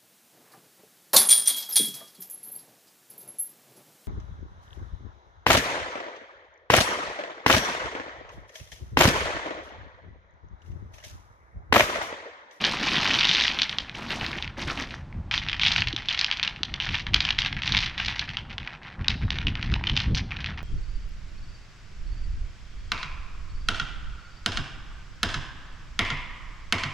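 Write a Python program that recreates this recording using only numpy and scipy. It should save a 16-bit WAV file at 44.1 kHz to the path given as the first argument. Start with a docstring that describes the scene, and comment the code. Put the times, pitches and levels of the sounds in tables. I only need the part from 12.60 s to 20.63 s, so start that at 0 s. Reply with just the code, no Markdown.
"""In front of a house, river pebbles are tipped out of a woven plastic bag onto a planter.
The bag is shaken empty and put down; then a hand spreads the stones, which knock, skid and rattle.
Stone contacts are short resonant pulses with scattered paths; the bag is clumped snaps over rubbing noise.
Dull bumps and low knocks are short swelling cycles. House wall and porch answer with echoes and a thin tail;
shaped noise makes the wind's rumble, the bag's low flaps and the steady distant hush of the street."""
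import sys
import numpy as np
from scipy import signal
from scipy.fft import rfft, irfft
from scipy.io import wavfile
from scipy.ndimage import uniform_filter1d

SR = 44100
rng = np.random.default_rng(int(sys.argv[2]) if len(sys.argv) > 2 else 0)


def to_wav(sig):
    """Store sig (one row per channel, or 1-D mono) as 16-bit WAV at the path in sys.argv[1].

    Samples outside -1..1 are clipped; the rate is SR.
    """
    pcm = np.clip(np.atleast_2d(sig), -1, 1) * 32767
    pcm = np.round(pcm).astype(np.int16)
    wavfile.write(sys.argv[1], SR, pcm.T)  # frames by channels


N = 354123

# Single knocks of stone on stone: (time [s], energy level [dB], nominal frequency [Hz])
STONE_KNOCKS = [(0.0405, 6, 2950), (0.049, 7, 3570), (0.1225, -4, 3090), (0.3175, -1, 2800),
                (0.356, 1.5, 3250), (0.4555, 1, 2300), (0.464, 2, 3170), (0.5095, 3, 2900),
                (0.5417, 4, 3170), (0.5882, 4, 3460), (0.6084, 5.5, 3310), (0.631, 4, 2900),
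                (0.6449, 5.5, 3140), (0.652, 6, 3690), (0.7132, 5.5, 3340), (0.7494, 6, 3350),
                (0.7575, 4.5, 3390), (0.8005, 4, 3600), (0.819, 2, 2800), (0.8377, 3.5, 3400),
                (0.8515, 3, 2940), (0.8802, 5.5, 3190), (0.9145, -4, 3070), (0.9885, 2, 3200),
                (0.9972, 0, 2960), (1.0186, 8.5, 3750), (1.0317, 2.5, 3550), (1.0944, -1, 3580),
                (1.1274, -4.5, 2750), (1.1851, 3.5, 3720), (1.2956, -9, 2820), (1.5053, -3.5, 3020),
                (1.5174, -7.5, 2380), (1.612, -5.5, 2840), (1.646, -4.5, 2400), (1.664, -5, 3850),
                (1.73, -5.0, 2200), (1.7839, -6, 2600), (1.8248, -3, 3290), (1.8448, -8, 2810),
                (1.877, -8.5, 2760), (2.101, -4.5, 2110), (2.2056, -8.0, 2170), (2.3075, -12, 3000),
                (2.3408, -9.5, 1770), (2.5264, -21, 2160), (2.712, 2, 2730), (2.7402, 3.5, 2670),
                (2.7781, 2.5, 3260), (2.886, 0, 3000), (2.8967, -2, 3010), (2.9301, 2, 2800),
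                (2.9962, 0, 3000), (3.0338, 4.5, 2950), (3.0632, 7.5, 3130), (3.07, 5.5, 3180),
                (3.0823, 4, 3390), (3.1179, 3.5, 3700), (3.1615, 6.5, 2710), (3.1804, 1.5, 3300),
                (3.2204, 4.0, 2730), (3.272, 0.5, 2960), (3.2842, -3, 3640), (3.3282, -4.5, 3440),
                (3.3633, 0, 3570), (3.548, -2, 3000), (3.5758, -3, 2770), (3.5914, 4, 3960),
                (3.6124, 4.5, 3850), (3.645, 6, 3540), (3.7132, 4.5, 3270), (3.725, -0.5, 3030),
                (3.797, -1, 2720), (3.829, 4.0, 3270), (3.8345, 2, 3500), (3.849, -2.5, 3170),
                (3.8765, 3, 3100), (3.9614, -12.5, 2830), (4.0325, 3.5, 3630), (4.1401, -1.5, 3270),
                (4.2223, -5, 3010), (4.2903, -1.5, 2780), (4.3446, 2, 2600), (4.353, -0.5, 2840),
                (4.4673, -3, 2660), (4.535, -5, 2750), (4.5408, -1, 3000), (4.5435, 12.5, 3480),
                (4.605, 6, 3500), (4.6509, 2, 3310), (4.689, 1.5, 2750), (4.7057, 6, 3200),
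                (4.7838, -4, 2900), (4.788, 7, 3200), (4.8192, 1.5, 3250), (4.8484, -2, 3150),
                (4.8608, 1.5, 3060), (4.9271, -3.0, 2750), (4.9667, -7.5, 2440), (5.0203, -3.5, 2870),
                (5.034, -2.5, 2840), (5.0768, 2, 3180), (5.1217, 3.5, 3850), (5.1482, 5.5, 2740),
                (5.1683, 5, 3230), (5.1735, 5.5, 3520), (5.189, 2, 3430), (5.2268, -3, 3240),
                (5.2607, -2.5, 3420), (5.379, -3, 3010), (5.4002, -1, 2740), (5.4834, 0.5, 3150),
                (5.5938, 2.5, 3600), (5.6911, -7, 3050), (5.77, 0, 3160), (5.9813, -4.5, 2980),
                (6.0749, -5.0, 2320), (6.445, -11, 2570), (6.4823, 9, 3880), (6.5035, -2, 2860),
                (6.705, 1.5, 3270), (6.7862, -3, 2900), (6.8819, -3, 2800), (6.9539, -5, 2890),
                (7.0273, -3, 3080), (7.1396, 0.5, 3120), (7.239, -2.5, 2250), (7.297, 1.5, 3020),
                (7.366, 3, 3410), (7.3745, 5.5, 3250), (7.402, -0.5, 3400), (7.548, -3, 3480),
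                (7.7676, -9, 2620), (7.8437, -3, 2650), (7.8607, -6, 3220)]


def from_db(db):
    """Amplitude law of the decibel: 20 dB is a factor of ten in gain."""
    return 10 ** (np.asarray(db) / 20)


def rms_one(x):
    """Normalise mean power: scale to an rms of 1."""
    return x / np.sqrt(np.mean(x ** 2) + 1e-20)


def energy_one(x):
    """Normalise energy: scale each row to a sum of squares of 1."""
    return x / np.sqrt(np.sum(x ** 2, axis=-1, keepdims=True) + 1e-20)


def level(rows):
    """Level envelope: rows of (time [s], level [dB]) interpolated in dB to a gain for every sample."""
    return from_db(np.interp(np.arange(N) / SR, *np.transpose(rows)))


def response(colour, size):
    """Minimum phase: folding the cepstrum makes a causal response through (frequency [Hz], gain [dB])."""
    hz, db = np.transpose(colour)
    grid = np.maximum(np.fft.rfftfreq(size, 1 / SR), 1)
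    gain = from_db(np.interp(np.log(grid), np.log(hz), db))
    cepstrum = irfft(np.log(gain))
    cepstrum[1:size // 2] *= 2
    cepstrum[size // 2 + 1:] = 0
    return np.exp(rfft(cepstrum))


def coloured(x, colour):
    """Linear filtering: convolve x with the impulse response of a colour; rms 1."""
    impulse_response = irfft(response(colour, size=8192))
    return rms_one(signal.fftconvolve(x, impulse_response)[:N])


def evened(x, span_s):
    """Level compression: hold the running rms near 1, keeping the grain faster than the span."""
    width = max(int(span_s * SR), 2)
    power = uniform_filter1d(uniform_filter1d(x ** 2, width), width)
    return x / np.sqrt(power + 1e-3)


def flicker(per_s, depth_db):
    """Random amplitude modulation: a gain that wanders between random dB values, per_s of them a second."""
    knots = rng.standard_normal(2048)
    wander = np.interp(np.arange(N) / SR * per_s, np.arange(len(knots)), knots)
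    return from_db(depth_db * wander)


def moves(rows, attack_s, release_s):
    """Power addition of (start [s], length [s], level [dB]) moves: each swells, holds and dies away."""
    t = np.arange(N) / SR
    power = 0
    for start, length, db in rows:
        attack = np.clip((t - start) / attack_s, 0, 1)
        release = np.exp(-np.clip((t - start - length) / release_s, 0, 20))
        power = power + (from_db(db) * attack * release) ** 2
    return np.sqrt(power)


def clacks(times, gains, hz, sharpness, scatter_db, hollow_db, hollow_s=0.0038, scatter_s=0.011, soft=1.216):
    """Impact excitation and scattering: a brief pulse takes several paths and rings in a gap between stones."""
    # Colour shared by all stone contacts: (frequency [Hz], gain [dB])
    stone_colour = [(150, -1), (480, -12.5), (800, 4), (1200, 0), (1900, 2), (3000, 1.3), (4400, 2),
                    (5900, 0), (6600, -6.5), (7400, -14), (9000, -24.5), (14000, -34)]
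    size, count, lead = 512, 8, 32   # samples in a wave, random draws, samples ahead of the contact
    winding = 1.2   # how far the heap draws out each pulse (a Q)
    chance = rng.random((len(times), 2, count))
    f = np.fft.rfftfreq(size, 1 / SR)

    s = 1j * f / hz[:, None]
    pulse = s / (1 + s / sharpness + s * s)   # sharpness is the Q of the jolt
    pulse /= 1 + np.sqrt(2) * s / soft + (s / soft) ** 2   # the higher hz, the more treble passes
    pulse *= (1 - s / winding + s * s) / (1 + s / winding + s * s)   # all-pass: phase only

    # Each contact has its own gap, tuned at random around its nominal frequency
    gap = 1j * f / (hz[:, None] * 2 ** (chance[:, 0, :1] - 2 / 3))
    damping = 1 / (np.pi * hz[:, None] * hollow_s)
    paths = 1 + from_db(hollow_db) * damping * gap / (1 + damping * gap + gap * gap)

    for late, strength in chance.transpose(2, 1, 0)[1:]:
        delay = .0004 + .005 * late ** 2
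        share = from_db(scatter_db) * (2 * strength - 1) * np.exp(-delay / scatter_s)
        paths += share[:, None] * np.exp(-2j * np.pi * f * delay[:, None])

    waves = irfft(pulse * paths * response(stone_colour, size=size))
    waves = np.roll(waves, lead, axis=1) * signal.windows.tukey(size, 2 * lead / size)
    waves = gains[:, None] * energy_one(waves)
    at = np.maximum(times * SR - lead, 0).astype(int)[:, None] + np.arange(size)
    return np.bincount(at.ravel(), waves.ravel(), N)[:N]


def motion(run_out_s=0.11):
    """Power addition of independent motions: pouring, pushing by hand and settling after a knock; a gain."""
    # Stones tumbling out of the bag: (time [s], level before the pour gain [dB])
    pour_levels = [(0.0, -35), (0.044, -35), (0.054, -23), (0.104, -36), (0.266, -27), (0.82, -22.3),
                   (0.97, -36.5)]
    # The hand pushes through the stones: (start [s], length [s], level of motion [dB])
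    pushes = [(2.708, .075, -32), (2.81, .20, -38.5), (3.01, .20, -30), (3.37, .10, -42),
              (3.48, 0.064, -32), (3.56, .21, -37), (4.195, .20, -34.5), (4.61, 0.072, -32),
              (4.78, .09, -35), (4.96, 0.077, -39.5), (5.05, 0.23, -31.5), (5.33, .05, -42),
              (5.37, .15, -32.5), (5.53, 0.12, -38), (5.66, 0.11, -42.5), (5.88, 0.042, -43),
              (5.99, 0.17, -46), (6.21, 0.13, -45), (6.38, 0.12, -46), (6.56, 0.21, -45),
              (6.72, 0.11, -41.5), (6.96, .22, -42.5), (7.23, .22, -40), (7.54, .04, -32),
              (7.68, 0.24, -42), (7.965, .02, -37)]
    pour_db = -2.5
    settle_db, settle_follows = -40.5, 0.78   # offset, and share of a knock's level that is followed
    settle_s = .05   # amplitude decay time

    since_last = np.arange(N) / SR - pour_levels[-1][0]
    run_out = np.exp(-np.clip(since_last / run_out_s, 0, 20))
    pour = from_db(pour_db) * level(pour_levels) * run_out

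    times, db, _ = np.transpose(STONE_KNOCKS)
    blows = np.bincount((times * SR).astype(int), from_db(settle_follows * db + settle_db) ** 2, N)
    settling_power = signal.lfilter([1], [1, -np.exp(-2 / (settle_s * SR))], blows + 1e-18)

    pushing = moves(pushes, attack_s=0.01, release_s=.018)
    return np.sqrt(pour ** 2 + pushing ** 2 + settling_power)


def upset(settle_s=0.074, kick=0.53):
    """Exponential relaxation: every knock upsets its neighbours, bunching the rattle after it; a gain near 1."""
    blows = np.zeros(N)
    blows[(np.array(STONE_KNOCKS)[:, 0] * SR).astype(int)] = 1
    decay = np.exp(-1 / (settle_s * SR))
    stir = 1 + kick * signal.lfilter([1], [1, -decay], blows + 1e-18)
    return evened(stir, span_s=0.042)


def rattle(spread_octaves=.27, bounce_s=.008, loss_db=-5.0, full_db=-27.5, count=3):
    """Random impacts with inelastic bounces: gentler motion moves fewer stones, and they sound duller."""
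    per_s, spread_db = 170, 6.5   # candidate stones a second; spread of their force
    tumble_hz = 3300   # centre of the light contacts at full tumble
    brighten_octaves_per_db = 0.034
    start_s = .0015   # time over which the rattle's level swells smoothly, never in a step
    rattle_db = 0.2

    stones, moving = int(per_s * N / SR), motion()
    force, pebble, hop = rng.standard_normal((stones, 3)).T[:, :, None]
    start = (np.arange(stones)[:, None] + rng.random((stones, 1))) / stones * N / SR
    moving_db = 20 * np.log10(moving[(start * SR).astype(int)])
    vigour_db = np.maximum(moving_db - full_db, -40)
    takes_part = rng.random(start.shape) < np.sqrt(from_db(vigour_db)) + 1 / 4

    bounce = np.arange(count)
    times = start + bounce_s * np.exp(hop / 2) * np.sqrt(bounce)   # the hops get shorter
    gains = from_db(spread_db * np.minimum(force, 1) + loss_db * bounce) * takes_part
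    octaves = brighten_octaves_per_db * vigour_db + spread_octaves * pebble
    hz = np.repeat(tumble_hz * 2 ** octaves, count)
    contacts = clacks(times.ravel(), gains.ravel(), hz, sharpness=1.15, scatter_db=-2.0, hollow_db=7.0)

    ease = np.exp(-1 / (start_s * SR))
    swell = signal.lfilter([(1 - ease) ** 2], [1, -2 * ease, ease ** 2], moving * upset())
    return from_db(rattle_db) * swell * evened(rms_one(contacts), span_s=0.072)


def bag(rub_db=-9.0, clump_db=2.5):
    """Buckling and friction: creases snap over the hiss of rubbing weave, folds of every size in turn."""
    # Colour of the creasing plastic: (frequency [Hz], filter gain [dB])
    bag_colour = [(60, -6), (220, 8), (480, -2), (850, 1.5), (1300, -0.5), (2200, 1), (4000, -3),
                  (6000, -12), (7500, -27), (10500, -34.5), (13500, -38.5), (16000, -45)]
    # The bag is lifted, emptied, pulled clear, shaken and put down:
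    # (start [s], length [s], level before the bag gain [dB])
    bag_moves = [(0.0, 0.15, -32), (.19, 0.39, -31), (.62, 0.39, -38.5), (1.08, 0.18, -46),
                 (1.34, 0.44, -38.5), (1.495, .03, -32), (1.60, .045, -36), (1.968, .05, -34),
                 (2.065, .05, -33), (2.165, .04, -32), (2.302, .01, -41)]
    bag_db = 1
    per_s, spread_db, fold_db = 450, 4.2, 2.8   # snaps a second in each band; their spread; band flicker

    edges, crackle = np.geomspace(90, 16000, 14), 0   # band edges in Hz
    for low, high in zip(edges, edges[1:]):
        strength = from_db(spread_db * np.minimum(rng.exponential(1, N), 4))
        snaps = (rng.random(N) < per_s / SR) * strength * rng.choice([-1, 1], N)
        rubbing = from_db(rub_db) * rng.standard_normal(N)
        drive = rms_one(snaps) + rubbing
        fold = signal.butter(2, [low, high], "band", fs=SR, output="sos")
        # Each band flickers on its own, so the colour keeps shifting
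        crackle = crackle + signal.sosfilt(fold, drive * flicker(per_s=60, depth_db=fold_db))

    crackle = coloured(crackle * flicker(per_s=130, depth_db=clump_db), bag_colour)
    handling = moves(bag_moves, attack_s=0.012, release_s=0.045)
    return from_db(bag_db) * handling * evened(crackle, span_s=0.053)


def wind_and_flaps(burble_hz=200, burble_db=-14.0):
    """Turbulent pressure: eddies at the microphone port rumble with breeze and puffs; small ones burble higher."""
    # Colour of the wind: (frequency [Hz], relative spectral density [dB])
    wind_colour = [(12, -21), (28, -0.5), (75, -1), (140, -6.5), (230, -16.5), (320, -24), (480, -38),
                   (3000, -81)]
    # Strength of the breeze: (time [s], level before the breeze gain [dB])
    breeze = [(0.0, -52), (0.49, -46.5), (1.19, -53), (1.74, -46.5), (3.26, -41), (3.45, -50), (3.69, -53),
              (4.52, -40.5), (5.97, -45.5), (6.11, -55.5), (6.37, -54), (6.53, -35.5), (7.51, -35.5),
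              (7.65, -38.5), (8.03, -40)]
    # Low puffs: the first three are flaps of the bag, the others short wind buffets:
    # (time of the peak [s], level of the swell [dB])
    low_puffs = [(1.63, -36), (1.865, -36), (2.055, -34), (2.585, -29), (3.21, -32), (3.28, -34),
                 (4.11, -37), (4.323, -31), (4.50, -31), (4.571, -28), (4.796, -36), (4.97, -32),
                 (5.117, -32), (5.18, -32), (5.25, -35), (5.458, -36), (5.825, -37), (6.024, -36),
                 (6.417, -29), (6.517, -31), (6.65, -25), (6.737, -32), (6.878, -26), (7.115, -23),
                 (7.16, -28), (7.331, -25), (7.49, -27), (7.54, -24), (7.625, -29)]
    breeze_db, puff_width_s = 3.3, 0.022   # the width is the standard deviation of a bell-shaped swell

    eddies = evened(coloured(rng.standard_normal(N), wind_colour), span_s=.05)
    band = signal.butter(2, [burble_hz / 2, burble_hz * 1.2], "band", fs=SR, output="sos")
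    small = signal.sosfilt(band, rng.standard_normal(N))
    burble = rms_one(small * flicker(per_s=35, depth_db=5.0))
    lumps = rms_one(flicker(per_s=40, depth_db=2.0))

    t = np.arange(N) / SR
    puffs = sum(from_db(db) * np.exp(-.5 * ((t - s) / puff_width_s) ** 2) for s, db in low_puffs)
    strength = np.hypot(from_db(breeze_db) * level(breeze), puffs)
    return strength * lumps * (eddies + from_db(burble_db) * burble)


def street_hush():
    """Stationary noise: the distant hush of the street is steady random noise, strongest in the bass."""
    # Colour of the hush: (frequency [Hz], relative spectral density [dB])
    hush_colour = [(30, 13.5), (150, 16.5), (450, 1.5), (850, 5.5), (3000, -13), (6000, -22), (8000, -30),
                   (16000, -63.5)]
    hush_db = -49
    return from_db(hush_db) * coloured(rng.standard_normal(N), hush_colour)


def knocks():
    """Hard impact: each single blow of stone on stone is a sharp resonant pulse of given energy."""
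    times, db, hz = np.transpose(STONE_KNOCKS)
    return clacks(times, from_db(db), hz, sharpness=2.6, scatter_db=-3.5, hollow_db=-4.5)


def bumps():
    """Damped oscillation: dull bumps and low knocks are a few cycles that swell and quickly die."""
    # Dull bumps and low knocks: (time [s], peak level of the envelope [dB], frequency [Hz])
    dull_bumps = [(0.213, -28, 230), (0.233, -25, 290), (0.295, -32, 200), (0.379, -29, 207),
                  (0.498, -28, 272), (0.693, -31, 167), (3.335, -28, 303), (4.005, -35, 287),
                  (7.123, -25, 1500), (7.162, -28, 900), (7.211, -30, 950)]
    rise_cycles = 0.8
    out = np.zeros(N)
    for s, db, hz in dull_bumps:
        cycles = hz * np.maximum(np.arange(N) / SR - s, 0)
        age = np.minimum(cycles / rise_cycles, 20)
        envelope = from_db(db) * age * np.exp(1 - age)
        out += envelope * np.sin(2 * np.pi * cycles)
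    return out


def skids(sharpness=6.5):
    """Stick-slip friction: a quick, uneven run of ringing slips, all with one nominal frequency."""
    # A stone skids over its neighbour:
    # (start [s], length [s], energy level of the whole skid [dB], frequency [Hz])
    stone_skids = [(0.277, .008, 2, 2500), (0.364, .008, 4, 3200), (0.691, .010, 8, 3400),
                   (3.0133, .012, 5, 3250), (3.05, .012, 7, 3100), (3.486, .010, 5, 3400),
                   (3.507, .012, 1, 3000), (4.2007, .009, 2, 2900), (6.869, .007, 4, 2900),
                   (7.269, .010, 3.5, 3150), (7.714, .008, -5, 2400)]
    slip_s = .003   # mean time from one slip to the next
    out = np.zeros(N)
    for start, length, db, hz in stone_skids:
        count = max(round(length / slip_s), 2)
        late, force = rng.standard_normal((2, 32))[:, :count]
        times = start + slip_s * np.abs(np.arange(count) + late / 5)
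        gains = np.exp(force / 3)
        slips = clacks(times, gains, np.full(count, hz), sharpness, scatter_db=-10, hollow_db=-6)
        out += from_db(db) * energy_one(slips)
    return out


def yard(x, wall_s=0.02, wall_spread_s=0.0045, tail_db=-17.0, t60=0.62):
    """Reflection and reverberation: a cluster of echoes from the house wall, and a thin tail from the porch."""
    wall_db = -13.0
    t = np.arange(SR // 2) / SR
    paths = rng.standard_normal(len(t)) * (rng.random(len(t)) < 1 / 10)   # sparse echoes
    wall = energy_one(paths * np.exp(-.5 * ((t - wall_s) / wall_spread_s) ** 2))
    tail = energy_one(rng.standard_normal(len(t)) * from_db(-60 * t / t60) * (t > .003))
    reflections = from_db(wall_db) * wall + from_db(tail_db) * tail
    return x + signal.fftconvolve(x, reflections)[:N]


def scene():
    """Superposition: stones and bag in the yard, plus wind, flaps and street, the same in both channels."""
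    handling = rattle() + bag() + knocks() + bumps() + skids()
    sound = yard(handling) + wind_and_flaps() + street_hush()
    return np.stack([sound, sound])


def record(dry):
    """Clipping and band limiting: peaks beyond full scale are clipped, then the top is cut."""
    low_pass = signal.cheby2(12, 70, 16500, fs=SR, output="sos")   # 70 dB down from 16500 Hz up
    return signal.sosfilt(low_pass, np.clip(dry, -1, 1))


dry = scene()
out = record(dry)
to_wav(out)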